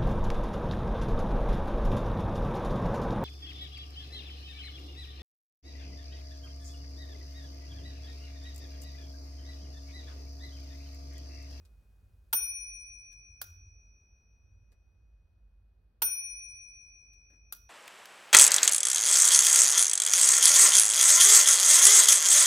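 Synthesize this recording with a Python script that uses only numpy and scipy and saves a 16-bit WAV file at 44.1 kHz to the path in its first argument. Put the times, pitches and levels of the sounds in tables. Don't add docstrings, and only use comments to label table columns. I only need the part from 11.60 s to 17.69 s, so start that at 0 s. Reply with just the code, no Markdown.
import sys
import numpy as np
from scipy import signal
from scipy.fft import rfft, irfft, next_fast_len
from scipy.io import wavfile

SR = 44100
rng = np.random.default_rng(int(sys.argv[2]) if len(sys.argv) > 2 else 0)


def persist_wave(psi):
    counts = np.round(np.clip(psi, -1, 1) * 32767).astype(np.int16)
    wavfile.write(sys.argv[1], SR, np.atleast_2d(counts).T)


N = 268657
TIME = np.arange(N) / SR
AGE = TIME[:SR * 2 // 5]

# t/s, bell level/dB, knock level/dB
BLOWS = [(-2.5, 0, 0), (0.7283, 0, 0), (4.4190, 0, 0)]
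# t/s, level/dB, brightness tilt/(dB per octave)
PAWL_SNAPS = [(1.8150, 0, 0), (5.9236, -1.5, 1.3)]
# f/Hz, t60/s, left level/dB, right level/dB, left sign, right sign
BELL_MODES = [(2445.45, 3.0, -37.7, -49.3, -1, 1), (2500.09, 5.6, -53.8, -59.6, 1, 1),
              (5801.8, 2.75, -40.5, -48.5, -1, 1), (5807.55, 2.75, -37.6, -36.2, 1, 1),
              (9568.0, 1.04, -30, -35, -1, -1), (9583.9, .94, -24.3, -30.2, 1, 1),
              (13825.7, .34, -36, -23, 1, 1), (13832.8, .29, -28.5, -30, 1, 1)]
# f/Hz, t60/s, level under the hammer/dB, level under the pawl/dB
FRAME_MODES = [(205, .18, -55, -76), (340, .2, -57, -72), (366, .55, -66, -80), (484, .25, -53, -76),
               (570, .09, -60, -59), (770, .06, -51, -58), (905, .09, -33.5, -70), (1420, .22, -48, -53),
               (1515, .3, -48, -67), (1670, .1, -49, -63), (2950, .1, -51, -66), (3350, .07, -44, -60),
               (3500, .08, -47, -61), (4850, .18, -47, -61), (6010, .1, -57, -53), (11930, .2, -46, -60),
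               (14585, .08, -52, -45), (15612, .13, -38, -55)]
# f/Hz, likeness (0-1)
CLATTER_SHARED = [(200, .9), (700, .75), (1200, .35), (5000, .12), (15000, .05)]
# f/Hz, likeness (0-1)
ROOM_SHARED = [(50, .99), (90, .97), (150, .87), (400, .7), (1200, .3), (4000, .1)]


def from_db(db):
    return 10 ** (np.asarray(db) / 20)


def pan(db):
    return from_db([[db], [-db]])


def rms_one(x):
    return x / np.sqrt(np.mean(x ** 2) + 1e-30)


def in_time(rows, column=1):
    rows = np.array(rows)
    return np.interp(TIME, rows[:, 0], rows[:, column])


def at_hz(points, hz):
    known, values = np.transpose(points)
    return np.interp(np.log(np.maximum(hz, 1)), np.log(known), values)


def noise(colour, likeness, size, tilt_db=0):
    padded = next_fast_len(size)
    hz = np.arange(padded // 2 + 1) * SR / padded
    mid, side = rfft(rng.standard_normal((2, padded)))
    alike = np.clip(at_hz(likeness, hz), 0, 1)
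    pair = np.sqrt(1 + alike) * mid + np.sqrt(1 - alike) * side * [[1], [-1]]
    gain = from_db(at_hz(colour, hz) + tilt_db * np.log2(hz + 1))
    return rms_one(irfft(pair * gain, padded)[:, :size])


def fade(age, t60, rise):
    decay = np.exp(-np.minimum(np.log(1000) * age / t60, 40))
    return (1 - np.exp(-age / rise)) * decay


def ring(age, hz, t60, rise):
    age = np.maximum(age, 0)
    return fade(age, t60, rise) * np.sin(2 * np.pi * hz * age)


def chatter(depth_db, per_s):
    steps = rng.standard_normal(len(AGE))
    wander = np.interp(AGE * per_s, np.arange(len(steps)), steps)
    return rms_one(from_db(depth_db * wander))


def waver(per_s):
    steps = rng.standard_normal(len(AGE))
    return np.interp(TIME * per_s, np.arange(len(steps)), steps)


def add(track, start, sound):
    first = round(start * SR)
    track[:, first:first + sound.shape[1]] += sound[:, :N - first]


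def bell(level_db=0.3, rise=.002, beat_lag_s=.016, fill_s=.1):
    fill_start_db = np.array([[-3.5], [7.5]])
    out = np.zeros((2, N))
    for start, blow_db, _ in BLOWS:
        for k, (hz, t60, left_db, right_db, left_sign, right_sign) in enumerate(BELL_MODES):
            span = slice(*np.searchsorted(TIME, [start, start + 2 * t60]))
            age = TIME[span] - start
            heard = from_db([[left_db], [right_db]]) * [[left_sign], [right_sign]]
            if k == 0:
                heard = heard * from_db(np.exp(-age / fill_s) * fill_start_db)
            tone = np.sin(2 * np.pi * hz * (age - beat_lag_s))
            out[:, span] += from_db(level_db + blow_db) * heard * fade(age, t60, rise) * tone
    return out


def shaken_bell(rise=.002):
    shake_db = (-66, -60.5)
    hz, t60, *_ = BELL_MODES[3]
    rings = sum(from_db(snap_db) * ring(TIME - start, hz, t60, rise) for start, snap_db, _ in PAWL_SNAPS)
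    return from_db(shake_db)[:, None] * rings


def hammer(crack_db=-24.5, crack_t60=.055, rattle_db=-39.5, rattle_t60=.11, pan_db=1.1):
    # f/Hz, level/(dB per Hz)
    hammer_colour = [(120, -18), (400, -8), (630, -8), (850, 2), (1150, -2), (1500, 1.5), (2100, -9),
                     (3300, 0), (5000, -2.5), (7000, -5.5), (9500, -2), (12000, -1), (15500, 0),
                     (17000, -20)]
    out = np.zeros((2, N))
    for start, _, knock_db in BLOWS:
        if start >= 0:
            crack = from_db(crack_db) * fade(AGE, crack_t60, rise=.001)
            rattle = from_db(rattle_db) * fade(AGE, rattle_t60, rise=.004) * chatter(depth_db=5.5, per_s=300)
            clatter = (crack + rattle) * noise(hammer_colour, CLATTER_SHARED, size=len(AGE))
            add(out, start, from_db(knock_db) * (clatter + frame([mode[2] for mode in FRAME_MODES])))
    return out * pan(pan_db)


def pawl(crack_db=-26, crack_t60=.022, rattle_db=-44, rattle_t60=.19, pan_db=-.2):
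    # f/Hz, level/(dB per Hz)
    pawl_colour = [(120, -24), (330, -17), (550, -6), (900, -6), (1350, 3), (2100, -11), (3600, -1.5),
                   (6000, -3), (8000, -8), (11500, 4), (15200, 4), (17000, -14)]
    out = np.zeros((2, N))
    hz, _, _, modes_db = np.transpose(FRAME_MODES)
    for start, snap_db, tilt_db in PAWL_SNAPS:
        crack = from_db(crack_db) * fade(AGE, crack_t60, rise=.0012)
        rattle = from_db(rattle_db) * fade(AGE, rattle_t60, rise=.003) * chatter(depth_db=7, per_s=220)
        clatter = (crack + rattle) * noise(pawl_colour, CLATTER_SHARED, size=len(AGE), tilt_db=tilt_db)
        tilted_db = modes_db + tilt_db * np.log2(hz / hz[-1])
        add(out, start, from_db(snap_db) * (clatter + frame(tilted_db)))
    return out * pan(pan_db)


def frame(levels_db, spread_s=.0002, rise=.0008):
    lags = rng.uniform(-spread_s, spread_s, len(FRAME_MODES))
    signs = rng.choice([-1, 1], len(FRAME_MODES))
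    out = np.zeros((2, len(AGE)))
    for (hz, t60, *_), level_db, lag, sign in zip(FRAME_MODES, levels_db, lags, signs):
        ages = AGE + [[lag / 2], [-lag / 2]]
        out += sign * from_db(level_db) * ring(ages, hz, t60, rise)
    return out


def carriage(tick_t60=.06, bump_t60=.14, lever_hz=1650, lever_t60=.045, rebound_s=.011, rebound_db=-12):
    # t/s, level/dB, knock in the frame and ring of a lever, both as level relative to the tick/dB
    contacts = [(0.051, -61.5, -16, -25), (1.517, -72, -12, -3), (1.527, -67, -10, -1),
                (3.118, -68, -2, -25), (5.531, -68, -16, -18), (5.700, -74, 7, 1), (5.729, -75, 6, 1),
                (5.755, -77, -3, -6), (5.921, -57, -12, -12)]
    # f/Hz, level/(dB per Hz)
    tick_colour = [(200, -20), (900, -8), (1700, -2), (2600, -4), (4500, 6), (6500, -1), (9000, 1),
                   (15000, -3), (17000, -15)]
    bump_colour = [(100, -6), (330, 0), (600, -7), (1100, -16), (1800, -10), (3000, -26), (16000, -45)]
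    out = np.zeros((2, N))
    for start, tick_db, bump_db, lever_db in contacts:
        for delay, touch_db in ((0, 0), (rebound_s, rebound_db)):
            grit = fade(AGE, tick_t60, rise=.001) * chatter(depth_db=4, per_s=500)
            tick = noise(tick_colour, CLATTER_SHARED, size=len(AGE)) * grit
            bump = noise(bump_colour, ROOM_SHARED, size=len(AGE)) * fade(AGE, bump_t60, rise=.002)
            lever = ring(AGE, lever_hz, lever_t60, rise=.001)
            contact = tick + from_db(bump_db) * bump + from_db(lever_db) * lever
            add(out, start + delay, from_db(tick_db + touch_db) * contact)
    return out


def rolling(ease_s=.12, pan_db=-.6):
    # t/s, length/s, rolling level/dB
    pushes = [(0.0, .85, -66), (1.57, .33, -64), (1.95, .18, -60), (2.85, .2, -61.5)]
    # f/Hz, level/(dB per Hz)
    roll_colour = [(50, -25), (72, -5), (88, 0), (108, -8), (130, -28), (300, -52), (1000, -80)]
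    motion = np.zeros(N)
    for start, length, push_db in pushes:
        end = start + length
        speed = np.interp(TIME, [start - ease_s, start, end, end + ease_s], [0, 1, 1, 0])
        motion += from_db(push_db) * speed ** 2
    return motion * noise(roll_colour, ROOM_SHARED, size=N) * pan(pan_db)


def room(x, build_s=.012):
    # f/Hz, t60/s
    decay_times = [(200, .45), (1500, .52), (4000, .5), (9000, .35), (15000, .28)]
    age, response = TIME[:SR * 3 // 4], 0
    edges = np.geomspace(100, 18000, 9)
    for low, high in zip(edges, edges[1:]):
        band_filter = signal.butter(2, [low, high], "band", fs=SR, output="sos")
        band = signal.sosfilt(band_filter, rng.standard_normal((2, len(age))))
        t60 = at_hz(decay_times, np.sqrt(low * high))
        response = response + band * np.exp(-np.log(1000) * age / t60)
    response = rms_one(response * (1 - np.exp(-age / build_s))) / np.sqrt(len(age))
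    return signal.fftconvolve(x, response, axes=1)[:, :N]


def background(rumble_start_db=-59.5, sink_db_per_s=.55, waver_db=1.2, wavers_per_s=4, pan_db=-.6):
    # t/s, air level/dB, hiss level/dB
    quiet = [(0, -72, -83.5), (0.7, -75.5, -85.5), (1.1, -77, -103), (2.5, -76.3, -115), (4.0, -78.2, -118),
             (6.09, -77, -116)]
    # f/Hz, level/(dB per Hz)
    rumble_colour = [(20, -35), (33, -29), (42, -8), (50, 1.5), (60, -4), (72, -10), (90, -11), (108, -19),
                     (130, -30), (300, -52), (2000, -90)]
    air_colour = [(30, 0), (130, 1), (200, 1), (270, -7), (400, -7), (700, -12), (1100, -17), (1500, -15),
                  (2200, -26), (4500, -27), (7000, -41), (10000, -34.5), (16000, -36.5)]
    rumble_db = rumble_start_db - sink_db_per_s * TIME + waver_db * waver(wavers_per_s)
    rumble = from_db(rumble_db) * noise(rumble_colour, ROOM_SHARED, size=N)
    air = from_db(in_time(quiet)) * noise(air_colour, ROOM_SHARED, size=N)
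    hiss = from_db(in_time(quiet, column=2)) * rng.standard_normal(N)
    return (rumble + air) * pan(pan_db) + hiss


def scene(hammer_room_db=-16, pawl_room_db=-19.5, bell_room_db=-27):
    dings = bell() + shaken_bell()
    knocks = hammer()
    clicks = pawl() + carriage()
    sent = from_db(hammer_room_db) * knocks + from_db(pawl_room_db) * clicks + from_db(bell_room_db) * dings
    return knocks + clicks + dings + room(sent) + rolling() + background()


def record(dry, cutoff_hz=16600):
    return signal.sosfilt(signal.ellip(10, .1, 80, cutoff_hz, fs=SR, output="sos"), dry)


dry = scene()
out = record(dry)
persist_wave(out)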